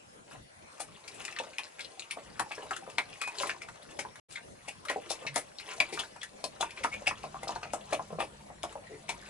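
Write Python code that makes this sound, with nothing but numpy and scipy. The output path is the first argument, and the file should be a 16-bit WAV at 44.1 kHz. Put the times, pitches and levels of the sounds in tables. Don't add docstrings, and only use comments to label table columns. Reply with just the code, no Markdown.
import sys
import numpy as np
from scipy import signal
from scipy.fft import rfft, irfft
from scipy.io import wavfile
from scipy.ndimage import uniform_filter1d

SR = 44100
rng = np.random.default_rng(int(sys.argv[2]) if len(sys.argv) > 2 else 0)


def unload_wav(signal):
    wavfile.write(
        sys.argv[1],
        SR,
        np.round(np.clip(np.atleast_2d(signal).T, -1, 1) * 32767).astype(np.int16),
    )


N = 409688

# f/Hz, relative level per Hz/dB
YARD_COLOUR = [(25, -19), (120, 1.5), (420, -3.5), (550, 3.5), (1200, -7), (2400, -8.5), (3100, -14),
               (11000, -17)]
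YARD_DB = -54
# f/Hz, left-right correlation/1
YARD_LIKENESS = [(60, 1), (220, 0.25), (840, -0.72), (3100, -0.27), (11000, 0.18)]
# f/Hz, width of each filter pass/Hz, level before the swell/dB
HUM_TONES = [(58, 48, -70), (94, 27, -73), (146, 22, -71), (205, 16, -70.5)]
# t/s, gain/dB
HUM_SWELL_DB = [(0, -28.5), (4.4, -12), (6.6, 0), (7, 10), (9.29, 5.5)]
# f/Hz, time to fall 60 dB/s
WALL_T60 = [(250, 0.26), (660, 0.1), (1600, 0.12), (2350, 0.12), (3300, 0.1), (9000, 0.12)]
# f/Hz, left over right/dB
PORT_LEVEL = [(170, 1), (500, 4.5), (1420, 3.5), (4080, 6.5), (9000, 6)]
# f/Hz, lead of the left/rad (negative lags)
PORT_PHASE = [(100, -0.72), (520, -0.48), (1380, -1.2), (2500, -0.94), (4100, -1.4), (11000, -2.37)]
# t/s, peak level/dB, f/Hz
TROUGH_BUMPS = [(5.259, -43, 147), (8.121, -45, 163.4), (9.083, -50, 156)]
# t/s, length/s, peak level/dB, mean pulse rate/Hz,
# f near the middle of the falling glide/Hz
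SNOUT_GRUNTS = [(8.888, .065, -40, 140, 430)]
# t/s, length/s, start f/Hz, end f/Hz, peak level of the pure tone/dB
LIP_SQUEAKS = [(6.909, 0.0555, 2040, 2590, -37.5), (7.341, 0.043, 900, 1350, -45.5),
               (8.865, 0.013, 1910, 1970, -50.5), (8.909, 0.036, 1836, 2140, -55)]
# t/s, level/dB
FEED_LEVEL = [(0, -109), (.72, -63), (1.29, -54.5), (1.84, -61), (2.7, -56), (3.47, -59.5), (4.09, -61.5),
              (4.5, -67.5), (5.12, -54.5), (5.59, -63), (5.85, -51.5), (6.2, -65), (6.5, -60), (6.83, -55),
              (7.4, -58.5), (7.85, -58.5), (8.6, -66.5), (9.29, -55.5)]
# t of the top/s, level added as power/dB, length/s
SLOP_SLURPS = [(0.325, -56.5, 0.15), (1.214, -46, 0.057), (3.423, -43, 0.23), (3.915, -49, 0.028),
               (5.71, -45, 0.17), (6.026, -49, 0.12), (7.517, -52, 0.12), (7.924, -45.5, 0.08),
               (8.715, -50.5, 0.058), (9.29, -50, 0.099)]
# bubble f/Hz, relative level per Hz/dB
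BUBBLE_COLOUR = [(150, -2.5), (500, -3.5), (1000, -2), (1600, -6.5), (2400, -6.5), (4000, -11),
                 (11000, -14.5)]
# t of the main push/s, peak level/dB, cavity f at the main push/Hz
TONGUE_PLOPS = [(0.802, -31, 645), (1.4, -26.5, 602), (1.592, -34, 917), (2.172, -32, 622),
                (2.401, -20, 886), (2.51, -31.5, 790), (2.5801, -34, 524), (2.657, -38, 574),
                (2.714, -24, 875), (2.8765, -35.5, 534), (2.9841, -22.5, 853), (3.2197, -24, 1170),
                (3.276, -30, 860), (3.434, -21.5, 1090), (3.496, -23.5, 1450), (3.99, -30, 557),
                (4.051, -30.5, 927), (4.682, -34.5, 600), (4.901, -24, 650), (4.961, -23, 540),
                (5.107, -25, 616), (5.251, -33.5, 674), (5.362, -21.5, 706), (5.806, -22, 623),
                (5.927, -33, 395), (5.9757, -26.5, 1300), (5.997, -30, 795), (6.4402, -26.5, 647),
                (6.608, -23.5, 680), (6.628, -18.5, 920), (6.847, -15.5, 840), (7.02, -37.5, 543),
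                (7.0748, -24.5, 650), (7.111, -25.5, 1010), (7.24, -28, 665), (7.345, -29, 810),
                (7.432, -29.5, 575), (7.473, -30, 684), (7.493, -21.5, 710), (7.56, -27, 810),
                (7.632, -30.5, 870), (7.655, -36.5, 696), (7.736, -22, 680), (7.9283, -19.5, 620),
                (7.995, -24.5, 750), (8.105, -36, 544), (8.128, -31.5, 536), (8.187, -24.5, 590),
                (8.2038, -20.5, 843), (8.227, -27, 570), (8.502, -38, 600), (8.6387, -23.5, 720),
                (8.755, -30, 560), (9.093, -25, 827)]
# t of the main snap/s, peak level/dB, mouth f at the main snap/Hz,
# spit hiss over that peak/dB, run length ahead of the shortening in bursts()/s
LIP_SMACKS = [(0.804, -36.5, 2410, 12.5, 0.017), (1.0796, -35, 2400, 5.5, 0.0092),
              (1.147, -48, 2480, 13, 0.044), (1.251, -32, 2400, 10, 0.016),
              (1.282, -27.5, 1930, -13, 0.0062), (1.326, -32.5, 2560, -5, 0.007),
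              (1.364, -30, 1900, -19.0, 0.004), (1.388, -23.5, 2630, -2.5, 0.008),
              (1.535, -39, 2350, -8, 0.012), (1.584, -18.5, 2410, -11, 0.0075),
              (1.635, -32, 4100, -15, 0.0032), (1.794, -30.5, 2110, -2, 0.014),
              (1.809, -29.5, 3940, -3, 0.015), (1.848, -31.5, 3960, -13, 0.0096),
              (1.9955, -26, 3900, -5.5, 0.0073), (2.11, -24, 2330, -1, 0.012),
              (2.396, -20, 1390, 3, 0.0094), (2.516, -29, 2310, -8.5, 0.02), (2.553, -36.5, 5500, 1, 0.015),
              (2.581, -35.5, 1700, -16, 0.01), (2.709, -23, 1440, -5.5, 0.011),
              (2.764, -31.5, 1480, 2, 0.011), (2.9, -38, 2600, 1, 0.0094), (2.984, -15, 2360, -9.5, 0.0058),
              (3.131, -37, 2550, -13, 0.019), (3.2156, -21.5, 2270, 1, 0.0046),
              (3.238, -29, 2020, -4, 0.0035), (3.276, -34, 2270, 5.5, 0.019),
              (3.386, -22.5, 4060, -5, 0.021), (3.401, -22.5, 2880, -11, 0.0038),
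              (3.47, -32.5, 2100, -22, 0.0072), (3.495, -20, 2200, -9, 0.0081),
              (3.619, -30, 2150, -3, 0.017), (3.687, -35.5, 1400, -3, 0.0061),
              (3.993, -27, 2220, 4.5, 0.016), (4.157, -39, 1470, -1, 0.01),
              (4.311, -48.5, 2290, 15.5, 0.036), (4.359, -29, 2070, -8.5, 0.015),
              (4.684, -30.5, 2380, 4, 0.013), (4.852, -35.5, 1250, 3.5, 0.009),
              (4.886, -25, 2090, -10, 0.008), (4.898, -23.5, 1950, -1.5, 0.025),
              (5.105, -29, 3900, 9.5, 0.026), (5.271, -24.5, 2450, -14, 0.011),
              (5.359, -23.5, 1990, 9.5, 0.03), (5.586, -28, 4270, -18, 0.0037),
              (5.601, -35.5, 2190, -1.5, 0.022), (5.803, -8.5, 2340, -10.5, 0.0067),
              (5.935, -33, 2200, 6, 0.029), (5.944, -36, 4500, 2, .01), (5.994, -22.5, 3130, -1, 0.012),
              (6.161, -41, 980, 1, 0.011), (6.216, -32, 3240, -14, 0.0087),
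              (6.233, -31.5, 1850, 4.5, 0.012), (6.441, -26, 4000, 4, 0.012), (6.61, -22, 3420, 1, 0.012),
              (6.626, -32.5, 2500, -2, 0.032), (6.708, -33, 2410.0, -5, 0.0084),
              (6.777, -35, 2350, -22, 0.018), (6.8388, -25, 2260, 0.5, 0.012),
              (6.941, -34.5, 2340, 2, 0.0051), (7.072, -15.5, 2570, -7.5, 0.019),
              (7.234, -36.5, 2480, -4.5, 0.022), (7.432, -35, 1990, 5.5, 0.0092),
              (7.479, -28, 4280, -9, 0.0037), (7.483, -22.5, 5040, -16, 0.0067),
              (7.556, -34.5, 4200, -6, 0.01), (7.633, -30.5, 2500, -23, 0.014),
              (7.734, -37.5, 2300, 15, 0.015), (7.933, -23.5, 2430, 1, 0.02),
              (8.204, -27.5, 2450, -2.5, 0.026), (8.632, -28, 3130, 4.5, 0.013),
              (9.093, -24.5, 2240, 2.5, 0.017)]

CUT_S, BACK_S, BACK_FADE_S = 4.2, 4.285, .022
EDGE_HZ = 11040
LEAD_S = .03
SLURP_RISE = 0.47
PLOP_S = 0.013
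NIBBLES_PER_S = 13.0
NIBBLE_OVER_DB = 19.5
NIBBLE_HZ, NIBBLE_OCTAVES = 490, 3.28
NIBBLE_S = .012


def gain_of(db):
    return 10 ** (np.asarray(db) / 20)


def evened(x):
    return x / np.sqrt(np.mean(x ** 2) + 1e-20)


def peaked(x):
    return x / (np.abs(x).max() + 1e-20)


def read(points, hz):
    f, value = np.transpose(points)
    return np.interp(np.log(hz + 1), np.log(f + 1), value)


def curve(points):
    s, value = np.transpose(points)
    return np.interp(np.arange(N) / SR, s, value)


def add(mix, s, sound):
    part = mix[:, round(s * SR):][:, :sound.shape[-1]]
    part += sound[..., :part.shape[1]]


def resonate(x, hz, width):
    turn = np.exp(2j * np.pi * np.cumsum(hz * np.ones(len(x))) / SR)
    r = np.exp(-np.pi * width / SR)
    smooth = signal.lfilter([1 - r], [1, -r], x / turn + 1e-18)
    return 2 * (turn * smooth).real


def ring(x, hz, width):
    return peaked(resonate(resonate(x, hz, width), hz, 4.5 * width))


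def bursts(length_s, per_s, spread_db):
    t = np.arange(4000) / SR - LEAD_S
    hit, size, sign, pocket = rng.random((4, 4000))
    sizes = gain_of(spread_db * np.log(size + 1e-9))
    train = (hit < per_s / SR) * sizes * np.sign(sign - .5)
    train[round(LEAD_S * SR)] = 1.61
    reach = max(abs(length_s) - .003, 1e-3) * np.where(t < 0, .33, .8)
    begun = t > -2.2 * reach
    return t, train * begun * np.exp(-abs(t) / reach), pocket


def yard():
    frames, hz = N // 256 + 5, np.fft.rfftfreq(1024, 1 / SR)
    a, b, c, d, patches = rng.standard_normal((frames, 513, 5)).T
    patches = evened(uniform_filter1d(uniform_filter1d(patches, 12, 0), 14, 1))
    same = np.clip(read(YARD_LIKENESS, hz), -1, 1)[:, None]
    left = a + 1j * b
    right = same * left + np.sqrt(1 - same ** 2) * (c + 1j * d)
    tilt = 0.22 * read(PORT_LEVEL, hz)[:, None] * [[[1]], [[-1]]]
    z = np.array([left, right])
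    z *= gain_of(read(YARD_COLOUR, hz)[:, None] + 3.86 * patches + tilt)
    air = signal.istft(z, nperseg=1024, noverlap=768)[1][:, :N]
    return gain_of(YARD_DB) * evened(air)


def hum():
    air = rng.standard_normal(N)
    tones = np.zeros(N)
    for hz, width, db in HUM_TONES:
        tones += gain_of(db) * evened(resonate(resonate(air, hz, width), hz, width))
    return tones * gain_of(curve(HUM_SWELL_DB))


def walls(x):
    size, out = SR // 3, np.zeros((2, N))
    for k in range(3):
        taps = np.zeros((2, size))
        at = np.arange(130, size - 20, 20)
        places = at + rng.integers(0, 20, (2, len(at)))
        np.put_along_axis(taps, places, rng.choice([-1., 1.], (2, len(at))), 1)
        taps[1] += 0.72 * np.convolve(taps[0], np.hanning(12) / 3.06, "same")
        hz, t, z = signal.stft(taps, SR, nperseg=128)
        decay = gain_of(-60 * t / read(WALL_T60, hz)[:, None])
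        tail = signal.istft(z * decay, SR, nperseg=128)[1]
        tail = tail / np.linalg.norm(tail[0])
        turn = np.sqrt(2 / 3) * np.cos(2 * np.pi * (1.3 * np.arange(N) / SR + k / 3))
        out += signal.fftconvolve((x * turn)[None], tail, axes=1)[:, :N]
    return out


def ports(x):
    hz = np.fft.rfftfreq(N, 1 / SR)
    half = gain_of(read(PORT_LEVEL, hz) / 2) * np.exp(.5j * read(PORT_PHASE, hz))
    return irfft(rfft(x) * np.array([half, 1 / half]), N)


def bump(db, hz):
    t = np.arange(4000) / SR
    return gain_of(db) * peaked(t * np.exp(-t / 0.01) * np.sin(2 * np.pi * hz * t))


def grunt(length_s, db, per_s, hz):
    u = np.linspace(0, 1, round(length_s * SR))
    wobble = evened(uniform_filter1d(rng.standard_normal(len(u)), 300))
    turns = np.cumsum(per_s * (1 + 0.17 * wobble)) / SR
    pulses = np.diff(turns // 1, prepend=0) * np.sin(np.pi * u)
    snout = ring(pulses, hz * (1.15 - 0.34 * u), 180)
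    return gain_of(db) * peaked(resonate(snout, hz, hz))


def squeak(length_s, start_hz, end_hz, db):
    hz = np.linspace(start_hz, end_hz, round(length_s * SR))
    breath = evened(resonate(rng.standard_normal(len(hz)), hz, 0.076 * hz.mean()))
    whistle = np.sin(2 * np.pi * np.cumsum(hz) / SR)
    return gain_of(db) * np.hanning(len(hz)) * (whistle + 0.5 * breath)


def busy():
    t, power = np.arange(N) / SR, gain_of(2 * curve(FEED_LEVEL))
    for s, db, length_s in SLOP_SLURPS:
        reach = length_s * np.where(t < s, SLURP_RISE, 1 - SLURP_RISE)
        power = power + gain_of(2 * db) * np.exp(-(2 * (t - s) / reach) ** 2)
    return np.sqrt(power)


def squelch():
    clumps = uniform_filter1d(uniform_filter1d(rng.standard_normal((4, N)), 350), 350)
    clumps = evened(clumps[1:] + 0.97 * clumps[0])
    size = gain_of(3.0 * np.minimum(rng.exponential(1, N), 5))
    size = size * (rng.random(N) < 4500 / SR)
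    pitches, out = np.geomspace(330, 10500, num=27), np.zeros(N)
    kind = rng.integers(0, len(pitches), N)
    for k, hz in enumerate(pitches):
        turns = np.arange(0, 14, hz / SR)
        fade = np.exp(-turns / 4.7) * np.minimum(turns, 1)
        bubble = np.sin(2 * np.pi * turns * (1 + 0.0077 * turns)) * fade
        pops = size * (kind == k) * gain_of(3.5 * clumps[k // 9])
        out += gain_of(read(BUBBLE_COLOUR, hz)) * hz * signal.oaconvolve(pops, bubble)[:N]
    return evened(out)


def nibbles(level):
    out = np.zeros((2, N))
    gap, size, pitch, length = rng.random((250, 4)).T
    for k, s in enumerate(np.cumsum((.2 + 1.6 * gap) / NIBBLES_PER_S)):
        if s < N / SR:
            t, pushes, _ = bursts(NIBBLE_S * length[k], per_s=1100, spread_db=7.0)
            hz = NIBBLE_HZ * 2 ** (NIBBLE_OCTAVES * pitch[k])
            pop = ring(pushes, hz * (1 + 1.6 * t), 0.13 * hz)
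            add(out, s, gain_of(3.4 * (size[k] - 2.5)) * pop)
    return out * level * gain_of(NIBBLE_OVER_DB)


def plop(db, hz, length_s):
    t, pushes, _ = bursts(length_s, per_s=250, spread_db=4.5)
    pocket = hz * (1 + 1.0 * t)
    tone = ring(pushes, pocket, 0.35 * hz)
    tone = tone + 0.33 * ring(pushes, rng.uniform(1.3, 1.893) * pocket, 0.15 * hz)
    tone = tone + 0.098 * ring(pushes, .5 * pocket, 0.2 * hz)
    return gain_of(db) * peaked(resonate(tone, hz, 1.2 * hz))


def smack(db, hz, hiss_db, length_s):
    t, snaps, pocket = bursts(length_s, per_s=700, spread_db=1.5)
    stray = hz * 2 ** rng.uniform(-0.67, 1.336, 4)
    tone = ring(snaps, hz * (1 + .6 * t), 0.14 * hz)
    for k, f in enumerate(stray):
        own = snaps * (pocket * 4 // 1 == k)
        tone = tone + 0.45 * ring(own, f, 0.16 * f)
    fizz = rng.standard_normal((2, len(t)))
    fizz[1] = 0.089 * fizz[0] + 0.46 * fizz[1]
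    spray = signal.lfilter([1], [1, -.98], signal.lfilter([1], [1, -.96], abs(snaps)))
    spit = []
    for side in np.diff(fizz, prepend=0):
        hiss = side * spray
        spit.append(resonate(hiss, 2400, 5500) + 0.98 * resonate(hiss, 1.8 * stray[0], 900))
    return gain_of(db) * peaked(tone) + gain_of(db + hiss_db) * peaked(np.array(spit))


def scene():
    level = busy()
    pigs = level * squelch() + nibbles(level)
    for s, *row in TROUGH_BUMPS:
        add(pigs, s, bump(*row))
    for s, *row in SNOUT_GRUNTS:
        add(pigs, s, grunt(*row))
    for s, *row in LIP_SQUEAKS:
        add(pigs, s, squeak(*row))
    for s, db, hz in TONGUE_PLOPS:
        add(pigs, s - LEAD_S, plop(db, hz, PLOP_S))
    for s, *row in LIP_SMACKS:
        add(pigs, s - LEAD_S, smack(*row))
    echoes = gain_of(-2.5) * walls(pigs[0])
    return yard() + hum() + ports(pigs + echoes)


def record(dry):
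    t = np.arange(N) / SR
    before = np.clip((CUT_S - t) / .002, 0, 1)
    after = np.clip((t - BACK_S) / BACK_FADE_S, 0, 1)
    low_pass = signal.firwin(1501, EDGE_HZ, window=("kaiser", 9), fs=SR)
    return signal.oaconvolve(dry * (before + after), low_pass[None], "same")


dry = scene()
out = record(dry)
unload_wav(out)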